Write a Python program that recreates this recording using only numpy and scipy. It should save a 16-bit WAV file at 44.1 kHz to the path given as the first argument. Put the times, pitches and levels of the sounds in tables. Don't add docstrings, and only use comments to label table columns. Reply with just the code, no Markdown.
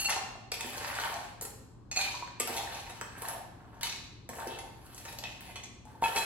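import sys
import numpy as np
from scipy import signal
from scipy.fft import rfft, irfft, next_fast_len
from scipy.io import wavfile
from scipy.ndimage import uniform_filter1d

SR = 44100
rng = np.random.default_rng(int(sys.argv[2]) if len(sys.argv) > 2 else 0)


def to_wav(sig):
    pcm = np.clip(np.atleast_2d(sig), -1, 1) * 32767
    pcm = np.round(pcm).astype(np.int16)
    wavfile.write(sys.argv[1], SR, pcm.T)


N = 275668
TIME_S = np.arange(N) / SR

# start_s, swell_s, fade_s, thud_db, clack_re_thud_db, crack_re_thud_db
SLIDES = [(0.0, 0.0038, 0.12, -44.5, 2, 11.5), (0.082, 0.012, 0.065, -35, 8.5, -18),
          (0.55, 0.14, 0.23, -45, 1, 1), (0.72, 0.32, 0.29, -39.5, 0.5, -3.5),
          (1.951, 0.036, 0.23, -40, 7, -1.5), (2.441, 0.084, 0.3, -41, 0, -2),
          (2.68, 0.053, 0.59, -48.5, 1.5, -5), (3.156, 0.15, 0.12, -41.5, -5.5, -2.5),
          (3.42, 0.37, 0.34, -55, -13.5, -17.5), (3.82, 0.035, 0.056, -48, 11.5, 5),
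          (4.298, 0.086, 0.41, -44, -7.5, -3.5), (4.78, 0.34, 0.13, -52.5, -2, 1),
          (5.225, 0.0065, 0.27, -53.5, 6, -4), (5.4, 0.1, 0.1, -53, 0.5, 0),
          (5.85, 0.022, 0.5, -57.5, -9, -7.5), (6.015, 0.029, 0.21, -36.5, -2, -2),
          (6.15, 0.012, 0.092, -35, 1.5, 3.5)]
# start_s, clack_db, thud_db, crack_db, settle_s
ICE_CONTACTS = [(0.044, -33, -42, -45, 0.016), (0.0945, -29.5, -45, -31.5, 0.016),
                (0.1024, -21.5, -36, -47, 0.0038), (0.1634, -33.5, -31.5, -57, 0.016),
                (0.517, -23.5, -35, -34.5, 0.0049), (0.5394, -29.5, -42, -43, 0.014),
                (0.6084, -28.5, -38.5, -54, 0.0018), (0.8101, -46, -36, -69, 0.011),
                (1.4113, -48, -43, -35, 0.0066), (1.4207, -45, -37.5, -35, 0.032),
                (1.4504, -42.5, -39.5, -37.5, 0.016), (1.914, -30, -42, -54, 0.047),
                (2.011, -28, -51, -40, 0.018), (2.275, -42, -41, -72, 0.008),
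                (2.3981, -29, -38, -37, 0.019), (2.4039, -26.5, -34.5, -32, 0.013),
                (2.4736, -31, -30.5, -36, 0.011), (2.5646, -24, -48, -37.5, 0.05),
                (2.8958, -40, -37, -47, 0.029), (3.0118, -46, -33.5, -55, 0.0025),
                (3.22, -54, -50, -37, 0.014), (3.2846, -57, -37, -32.5, 0.008),
                (3.81, -35.5, -41, -44, 0.0078), (3.8313, -29.5, -35.5, -31.5, 0.0042),
                (4.2901, -41, -37, -40.5, 0.0087), (4.385, -55, -36, -61, 0.0052),
                (4.4716, -39.5, -44, -43.5, 0.011), (4.5876, -35.5, -43, -43.5, 0.0078),
                (4.9462, -62, -51, -46.5, 0.0054), (4.978, -43, -53, -57, 0.015),
                (5.0514, -37.5, -39, -53, 0.0046), (5.0815, -35, -43.5, -65, 0.011),
                (5.1253, -45, -45, -50, 0.0036), (5.1859, -43, -41.5, -57, 0.0037),
                (5.2375, -30.5, -36, -68, 0.004), (5.557, -32, -39.5, -51.5, 0.01),
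                (5.6345, -34, -51, -76, 0.012), (6.039, -42, -47, -43, 0.027),
                (6.166, -35.5, -30, -33, 0.014)]
# start_s, level_db, fill_ratio, cutoff_hz
SHAKER_BLOWS = [(0.0, -25.5, 0.0, 12000), (0.048, -24.5, 0.02, 8040), (0.057, -22, 0.03, 5500),
                (0.101, -45, 0.2, 9000), (0.164, -35, 0.06, 9000), (1.914, -29, 0.46, 6950),
                (1.962, -21, 0.49, 6500), (1.972, -20.5, 0.5, 6500), (2.011, -23.5, 0.6, 6500),
                (2.074, -21, 0.66, 3200), (3.831, -31.5, 1.0, 4000), (3.869, -33.5, 1, 4000),
                (3.925, -39, 0.97, 4000)]
SHAKER_CHOKES = [0.073, 2.1, 3.98]
# start_s, level_db, pitch_hz
WALL_KNOCKS = [(0.0864, -24, 2060), (0.094, -22, 1830), (0.1074, -24, 1290), (0.1247, -27, 1240),
               (0.643, -32, 1750), (0.756, -35, 1660), (0.814, -41, 1190), (0.845, -24, 1660),
               (0.8999, -26, 1850), (0.9279, -28, 1580), (0.9675, -31, 1860), (0.9871, -19, 1460),
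               (1.036, -21, 1560), (1.0454, -27, 1650), (1.0724, -27.5, 1320), (1.0914, -32, 1240),
               (1.1542, -30, 1660), (1.218, -37, 1560), (2.526, -40, 1650), (2.6052, -37, 1760),
               (2.6733, -30, 1770), (3.0112, -29, 1600), (3.0384, -41, 1720), (3.251, -28.5, 1680),
               (4.3844, -45, 1530), (4.408, -36, 1530), (4.4202, -32.5, 1560), (6.134, -32, 1800),
               (6.1644, -29, 1370)]
# start_s, level_db, cutoff_hz, pitch_ratio
BOWL_BLOWS = [(1.155, -36.5, 1250, 0.92), (3.305, -39.5, 890, 0.74), (4.39, -42, 895, 1.04),
              (5.052, -50, 1000, 0.895), (5.226, -42.5, 900, 0.91), (5.473, -51, 900, 0.86),
              (5.854, -43, 850, 0.94), (5.95, -43, 840, 0.98), (6.024, -15, 724, 1.005),
              (6.039, -27, 2900, 1), (6.056, -28.5, 3200, 1), (6.089, -30, 1600, 1), (6.165, -31, 5500, 1),
              (6.175, -32, 6000, 1), (6.223, -35, 4000, 1)]
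# start_s, level_db, cutoff_hz
RIM_BLOWS = [(2.143, -28.5, 1700), (2.225, -26, 2040)]
SPOON_BLOWS = [(2.400, -25.5, 14000), (3.012, -36.5, 5900)]
# start_s, level_db
FLOOR_LANDINGS = [(0.087, -29), (0.112, -30.5), (0.164, -30), (0.193, -35), (0.213, -41.5), (0.352, -41.5),
                  (1.968, -31)]
HEAP_SHOVES = [(0.519, -38), (0.643, -37), (0.77, -40.5), (2.401, -31.5), (2.49, -36.5), (3.012, -44.5),
               (3.22, -41.5), (4.291, -36), (4.365, -43), (4.465, -31.5), (6.03, -43), (6.155, -35)]
SPOON_TICKS = [(0.6085, -36), (3.0122, -37), (3.745, -65), (4.422, -52), (4.474, -41), (4.85, -66),
               (4.979, -43), (5.052, -50), (5.126, -44.5), (5.187, -35.5), (5.408, -43), (5.418, -59),
               (5.853, -56)]
ICE_TUMBLES = [(1.971, -35), (2.02, -41), (2.085, -34), (2.118, -41), (2.15, -38), (3.8317, -28.5),
               (3.847, -40), (3.869, -32.5), (3.895, -33), (3.925, -35), (3.96, -38.5)]
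# start_s, length_s, level_db
HEAP_CRUNCHES = [(0.773, 0.3, -50.5), (3.126, 0.091, -55)]
CUBE_ROLLS = [(1.04, 0.21, -46.5), (2.46, 0.22, -46), (2.6, 0.23, -52), (3.2, 0.24, -47.5),
              (4.35, 0.18, -46.5), (4.5, 0.21, -54)]
# start_s, length_s, level_db, pitch_ratio
SPOON_SCRAPES = [(4.471, 0.12, -51, 1.23), (5.037, 0.072, -63, 0.91), (5.214, 0.092, -49.5, 0.92),
                 (5.448, 0.23, -56, 0.95)]

# empty_hz, full_drop_hz, level_db, empty_t60_s
SHAKER_MODES = [(809, 43, -12, 0.23), (2763, 563, 2, 0.29), (2817, 396, -10, 0.19), (4298, 120, -3, 0.26),
                (4340, 100, 0, 0.23), (4740, 400, -7, 0.16), (5620, 120, -6, 0.1), (6570, 280, 3, 0.17),
                (6560, 240, -8, 0.3), (7380, 220, -5, 0.12), (7700, 430, 0, 0.17), (8750, 39, -3, 0.077)]
# pitch_hz, level_db, t60_s
BOWL_MODES = [(515.6, -17.5, 0.4), (728, -9, 0.24), (794, -10, 0.22), (903, 4.5, 0.28), (930, -12, 0.15),
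              (1355, -5, 0.18), (1720, -7, 0.3), (2245, -7, 0.25), (2570, 6.5, 0.16), (3300, 3, 0.22),
              (4040, 6, 0.3), (4980, -4, 0.17), (6535, -3, .2), (7250, 1, .15), (8522, 5, .14)]
RIM_MODES = [(900, -31, 0.22), (972, -0.5, 0.14), (1080, -7, 0.13)]
SPOON_MODES = [(1200, -8.5, 0.22), (2552, -7, 0.42), (3190, -8, 0.25), (7580, -7, 0.094), (7470, -4, 0.11),
               (7800, 12, 0.026), (8250, 8.5, 0.022)]
# centre_hz, width_hz, level_db
THUD_BODY = [(481, 227, -5.5), (589.7, 26, 0.5), (721, 47, -1.5), (806, 32, -0.5), (923, 63, 0.5),
             (1071, 20.5, -1.5), (1214, 290, -7), (1559, 106, -5), (1736, 160, -5.5)]
CLACK_BODY = [(1850, 460, -5), (2220, 530, -3), (2393, 243, 0.5), (2610, 330, -2.5), (2980, 470, -3.5),
              (3400, 400, -4.5), (3850, 330, -5), (4260, 460, -4.5), (4690, 620, -6), (6280, 1840, -7)]
CRACK_BODY = [(5800, 9200, -12), (7670, 2800, -2), (8880, 370, 1), (10040, 210, 8.5), (11030, 1000, 1),
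              (12600, 1400, -5), (13700, 950, -6)]
WALL_BODY = [(606, 180, -10), (907, 180, -1.5), (1226, 160, -4), (1585, 150, 6), (1810, 210, 0.5),
             (1945, 250, -6.5), (2560, 370, -8), (2770, 640, -13.5)]
FLOOR_BODY = [(673, 130, -7), (762, 64, 3.5), (854, 88, -0.5), (1320, 140, -9.5)]
HEAP_BODY = [(246, 27, -6.5), (353, 23, -4.5), (483, 86, -0.5), (603, 35, -8.5)]
TICK_BODY = [(2080, 1000, 0.5), (4930, 3400, 0), (8600, 2200, 5.5), (11600, 1800, -1), (14500, 1400, -4)]
ROLL_BODY = [(700, 37, -0.36), (762, 26, -0.62), (792, 32, 0.92), (862, 24, -2.7), (911, 21, -0.99)]
TUMBLE_BODY = [(1240, 320, -9), (2510, 240, 1), (3520, 490, -4), (3790, 260, 2), (4500, 680, -5.5),
               (5900, 1100, -3), (7060, 1200, -10.5)]
SCRAPE_BODY = [(2140, 47, 3), (2670, 170, 0), (2790, 140, 1.5), (3100, 500, -9)]

# band_hz, t60_s
ROOM_DECAY = [(200, 0.96), (800, 0.81), (2000, 0.81), (4500, 0.8), (7000, 0.62), (10000, 0.46),
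              (16000, 0.42)]
# band_hz, correlation
COHERENCE = [(60, 0.71), (250, 0.79), (700, 0.24), (1400, 0.21), (3000, 0.0013), (16000, 0.16)]
# band_hz, density_db
AIR_SPECTRUM = [(20, -37), (35, -3), (55, -1), (90, 0), (125, -4.5), (170, -5.5), (300, -6.5), (600, -24.5),
                (1000, -19.5), (2000, -41), (5000, -41), (9000, -52), (16000, -68)]


def from_db(db):
    return 10 ** (np.asarray(db) / 20)


def unit_energy(x):
    return x / np.sqrt(np.sum(x ** 2, axis=-1, keepdims=True) + 1e-20)


def at_hz(table, hz):
    band_hz, values = np.array(table).T
    return np.interp(np.log(hz), np.log(band_hz), values)


def add(track, start_s, sound):
    start = int(np.clip(round(start_s * SR), 0, N - 1))
    track[start:start + len(sound)] += sound[:N - start]


def through(x, response):
    return signal.oaconvolve(x, response)[:N]


def delayed(x, lag_s):
    size = next_fast_len(N + 1000)
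    hz = np.arange(size // 2 + 1) * SR / size
    return irfft(rfft(x, size) * np.exp(-2j * np.pi * hz * lag_s), size)[:N]


def drift(rate_hz):
    knots_s = np.arange(0, TIME_S[-1] + 1, 1 / rate_hz)
    return np.interp(TIME_S, knots_s, rng.standard_normal(len(knots_s)))


def band_limited(body, x):
    span_hz = [0.7 * body[0][0], min(1.4 * body[-1][0], 0.45 * SR)]
    return signal.sosfilt(signal.butter(2, span_hz, "band", fs=SR, output="sos"), x)


def resonate(x, hz, width_hz):
    radius = np.exp(-np.pi * width_hz / SR)
    feedback = [1, -2 * radius * np.cos(2 * np.pi * hz / SR), radius ** 2]
    return signal.lfilter(np.array([1, 0, -1]) * (1 - radius ** 2) / 2, feedback, x)


def body_response(body, scatter_db=3.5):
    t = np.arange(2048) / SR
    response = np.zeros(len(t))
    for k, (hz, width_hz, db) in enumerate(body):
        gain = (-1) ** k * from_db(db + scatter_db * rng.normal()) * width_hz
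        response += gain * np.exp(-np.pi * width_hz * t) * np.cos(2 * np.pi * hz * t)
    return unit_energy(band_limited(body, response))


def impact(response, snap_s, chatter_db, chatter_s):
    t = np.arange(3000) / SR
    snap = unit_energy(rng.standard_normal(len(t)) * np.exp(-t / snap_s))
    chatter = unit_energy(rng.standard_normal(len(t)) ** 5 * np.exp(-t / chatter_s))
    force = snap + from_db(chatter_db) * chatter
    return np.sqrt(SR / 1000) * unit_energy(signal.fftconvolve(force, response))


def thumps(hits, body, snap_s):
    out = np.zeros(N)
    for start_s, level_db in hits:
        thump = impact(body_response(body), snap_s, chatter_db=0, chatter_s=0.0016)
        add(out, start_s, from_db(level_db + 3.5) * thump)
    return out


def softened(modes, cutoff_hz, pitch_ratio=1):
    return [(pitch_ratio * hz, db - 10 * np.log10(1 + (hz / cutoff_hz) ** 7.4), t60_s)
            for hz, db, t60_s in modes]


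def struck(modes, scatter_db, pull_ratio):
    t = np.arange(SR) / SR
    knots_s = np.arange(0, 1, 0.009)
    out = np.zeros(SR)
    for hz, db, t60_s in modes:
        wander = np.interp(t, knots_s, rng.standard_normal(len(knots_s)))
        phase = 2 * np.pi * hz * np.cumsum(1 + pull_ratio * wander) / SR
        out += from_db(db + scatter_db * rng.normal() - 60 * t / t60_s) * np.sin(phase)
    return out


def choke(start_s, t60_s):
    return from_db(-60 * np.clip((TIME_S - start_s) / t60_s, 0, 2))


def buzzing(ring, depth):
    return ring * (1 + depth * drift(rate_hz=320))


def rubbing(start_s, length_s, body, slips_per_s, spread_db):
    swell = np.sin(np.pi * np.clip((TIME_S - start_s) / length_s, 0, 1))
    slips = (rng.random(N) < slips_per_s / SR) * rng.choice([-1, 1], N)
    strength = from_db(spread_db * np.minimum(rng.exponential(1, N), 3))
    force = swell * np.sqrt(N) * unit_energy(slips * strength)
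    return through(force, body_response(body, scatter_db=2))


def diffuse_bands(size):
    edges_hz = np.geomspace(18, 18000, 21)
    white = rng.standard_normal((2, 2, size + SR // 4))
    for k, (low_hz, high_hz) in enumerate(zip(edges_hz, edges_hz[1:])):
        bandpass = signal.butter(2, [low_hz, high_hz], "band", fs=SR, output="sos")
        mid, side = signal.sosfilt(bandpass, white[k % 2])[:, -size:]
        hz = np.sqrt(low_hz * high_hz)
        alike = at_hz(COHERENCE, hz)
        yield hz, np.sqrt(1 + alike) * mid + np.sqrt(1 - alike) * side * [[1], [-1]]


def air_and_hum(air_db=-54, hum_db=-56.5, hum_hz=116.6):
    air = sum(from_db(at_hz(AIR_SPECTRUM, hz)) * band for hz, band in diffuse_bands(N))
    air = np.sqrt(N) * unit_energy(air)
    hum = np.sin(2 * np.pi * hum_hz * TIME_S)
    return (from_db(air_db) * air + from_db(hum_db) * hum) * from_db([[0.9], [-0.9]])


def slide_gains(rise_db=9, fall_db=19.5, dulling_db=1.5, breakaway_ratio=0.19):
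    gains = np.zeros((3, N))
    for start_s, swell_s, fade_s, thud_db, clack_db, crack_db in SLIDES:
        age_s = TIME_S - start_s
        shape_db = np.minimum(rise_db * (age_s / swell_s - 1), -fall_db * (age_s - swell_s) / fade_s)
        moving = np.clip(age_s / (breakaway_ratio * swell_s), 0, 1) * (age_s < swell_s + fade_s)
        slowing_db = -dulling_db * np.maximum(age_s - swell_s, 0) / fade_s
        thud = from_db(thud_db + shape_db) * moving
        gains += [thud, thud * from_db(clack_db + slowing_db), thud * from_db(crack_db + slowing_db)]
    return gains


def grinding(gains, slips_per_s=(300, 600, 1800), trims_db=(-5, -5.5, -5.5), spread_db=3.5):
    clumps = from_db(5 * drift(rate_hz=60))
    bodies = (THUD_BODY, CLACK_BODY, CRACK_BODY)
    out = np.zeros(N)
    for gain, body, per_s, trim_db in zip(gains, bodies, slips_per_s, trims_db):
        slipping = rng.random(N) < clumps * per_s / SR
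        slips = slipping * from_db(spread_db * np.minimum(rng.exponential(1, N), 3.5))
        grains = np.zeros(N)
        for hz, width_hz, db in body:
            coupling = from_db(4.5 * drift(rate_hz=22))
            grains += from_db(db) * resonate(slips * coupling * rng.standard_normal(N), hz, width_hz)
        grains = band_limited(body, grains)
        running_rms = np.sqrt(np.abs(uniform_filter1d(grains ** 2, size=3000)) + 1e-9)
        out += from_db(trim_db) * gain * grains / running_rms
    return out


def jostles(gain, trim_db, bumps_per_s=11, spread_db=2):
    count = int(bumps_per_s * N / SR)
    starts = ((np.arange(count) + rng.random(count)) * (N - 1) / count).astype(int)
    levels_db = 20 * np.log10(gain[starts] + 1e-9) + trim_db + spread_db * rng.standard_normal(count)
    return zip(starts / SR, levels_db)


def sliding_cubes():
    gains = slide_gains()
    thud_gain, clack_gain, _ = gains
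    knocks = thumps(jostles(thud_gain, trim_db=-1.5), THUD_BODY, snap_s=0.00042)
    clacks = thumps(jostles(clack_gain, trim_db=4), CLACK_BODY, snap_s=0.00044)
    low_modes = softened(BOWL_MODES, cutoff_hz=746)
    spots = [struck(low_modes, scatter_db=5, pull_ratio=0.0087) for _ in range(4)]
    ring = np.zeros(N)
    for k, (start_s, level_db) in enumerate(jostles(thud_gain, trim_db=-4)):
        add(ring, start_s, from_db(level_db) * spots[k % len(spots)])
    return grinding(gains) + knocks + clacks + ring


def shaker_ring(ice_damping=0.7):
    out = np.zeros(N)
    for start_s, level_db, fill, cutoff_hz in SHAKER_BLOWS:
        modes = [(hz - fill * drop_hz, db, t60_s / (1 + ice_damping * fill))
                 for hz, drop_hz, db, t60_s in SHAKER_MODES]
        ring = struck(softened(modes, cutoff_hz), scatter_db=1.5, pull_ratio=0.004 + 0.0025 * fill)
        blow = np.zeros(N)
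        add(blow, start_s, from_db(level_db - 11.5) * ring)
        next_choke_s = min(s for s in SHAKER_CHOKES if s > start_s)
        out += blow * choke(next_choke_s, t60_s=0.07)
    return buzzing(out, depth=0.25)


def ice_contacts(snap_ratio=0.26):
    out = np.zeros(N)
    for start_s, clack_db, thud_db, crack_db, settle_s in ICE_CONTACTS:
        snap_s = snap_ratio * settle_s
        thud = impact(body_response(THUD_BODY), snap_s, chatter_db=-4.5, chatter_s=settle_s)
        clack = impact(body_response(CLACK_BODY), snap_s, chatter_db=3.5, chatter_s=settle_s)
        crack = impact(body_response(CRACK_BODY), snap_s, chatter_db=-4, chatter_s=snap_s)
        add(out, start_s, from_db(thud_db + 2.5) * thud)
        add(out, start_s, from_db(clack_db) * clack)
        add(out, start_s, from_db(crack_db + 6) * crack)
    return out


def wall_knocks():
    out = np.zeros(N)
    strongest_hz = max(WALL_BODY, key=lambda row: row[2])[0]
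    for start_s, level_db, pitch_hz in WALL_KNOCKS:
        spot = [(hz * pitch_hz / strongest_hz, width_hz, db) for hz, width_hz, db in WALL_BODY]
        knock = impact(body_response(spot, scatter_db=1), snap_s=0.0003, chatter_db=1.5, chatter_s=0.0012)
        add(out, start_s, from_db(level_db - 5) * knock)
    return out


def floor_landings():
    return thumps(FLOOR_LANDINGS, FLOOR_BODY, snap_s=0.0033)


def heap_shoves():
    return thumps(HEAP_SHOVES, HEAP_BODY, snap_s=0.002)


def spoon_ticks():
    return thumps(SPOON_TICKS, TICK_BODY, snap_s=0.00031)


def heap_crunches():
    return sum(from_db(level_db) * rubbing(start_s, length_s, WALL_BODY, slips_per_s=200, spread_db=2.5)
               for start_s, length_s, level_db in HEAP_CRUNCHES)


def cube_rolls():
    return sum(from_db(level_db) * rubbing(start_s, length_s, ROLL_BODY, slips_per_s=200, spread_db=1.5)
               for start_s, length_s, level_db in CUBE_ROLLS)


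def bowl_ring(grip_s=6.062):
    out = np.zeros(N)
    for start_s, level_db, cutoff_hz, pitch_ratio in BOWL_BLOWS:
        ring = struck(softened(BOWL_MODES, cutoff_hz, pitch_ratio), scatter_db=1.5, pull_ratio=0.0028)
        blow = np.zeros(N)
        add(blow, start_s, from_db(level_db - 8) * ring)
        out += blow * choke(grip_s, t60_s=0.029) if start_s < grip_s else blow
    return buzzing(out, depth=0.27)


def ice_tumbles():
    return thumps(ICE_TUMBLES, TUMBLE_BODY, snap_s=0.0041)


def steel_pings(blows, modes):
    out = np.zeros(N)
    for start_s, level_db, cutoff_hz in blows:
        ring = struck(softened(modes, cutoff_hz), scatter_db=0.5, pull_ratio=0.0045)
        add(out, start_s, from_db(level_db - 7) * ring)
    return out


def spoon_scrapes():
    out = np.zeros(N)
    for start_s, length_s, level_db, pitch_ratio in SPOON_SCRAPES:
        body = [(pitch_ratio * hz, width_hz, db) for hz, width_hz, db in SCRAPE_BODY]
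        out += from_db(level_db) * rubbing(start_s, length_s, body, slips_per_s=370, spread_db=7)
    return out


def kitchen_response(build_s=0.0031, early_db=3, early_s=0.0084):
    t = np.arange(SR) / SR
    tail = sum(band * from_db(-60 * t / at_hz(ROOM_DECAY, hz)) for hz, band in diffuse_bands(SR))
    build_up = 1 - np.exp(-(t / build_s) ** 2)
    early_boost = 1 + from_db(early_db) * np.exp(-t / early_s)
    return unit_energy(tail * build_up * early_boost)


def scene(shaker_send_db=-5, steel_send_db=-5.5, left_lag_s=0.00007):
    ice = ice_contacts() + sliding_cubes() + heap_crunches() + cube_rolls() + spoon_scrapes()
    ice += heap_shoves() + wall_knocks() + spoon_ticks() + floor_landings() + ice_tumbles()
    shaker = shaker_ring()
    steel = bowl_ring() + steel_pings(SPOON_BLOWS, SPOON_MODES) + steel_pings(RIM_BLOWS, RIM_MODES)
    direct = ice + shaker + steel
    send = ice + from_db(shaker_send_db) * shaker + from_db(steel_send_db) * steel
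    room = np.array([through(send, side) for side in kitchen_response()])
    return np.array([delayed(direct, left_lag_s), direct]) + room + air_and_hum()


def record(dry, crossover_hz=6500, own_db=-7, right_db=-1, right_lag_s=0.000262, cutoff_hz=16200):
    lowpass = signal.butter(4, crossover_hz, "low", fs=SR, output="sos")
    highpass = signal.butter(4, crossover_hz, "high", fs=SR, output="sos")
    lows = signal.sosfilt(lowpass, signal.sosfilt(lowpass, dry))
    top_left, top_right = signal.sosfilt(highpass, signal.sosfilt(highpass, dry))
    top_right = from_db(right_db) * (delayed(top_left, right_lag_s) + from_db(own_db) * top_right)
    top_cut = signal.ellip(10, 0.1, 70, cutoff_hz, fs=SR, output="sos")
    return signal.sosfilt(top_cut, lows + np.array([top_left, top_right]))


dry = scene()
out = record(dry)
to_wav(out)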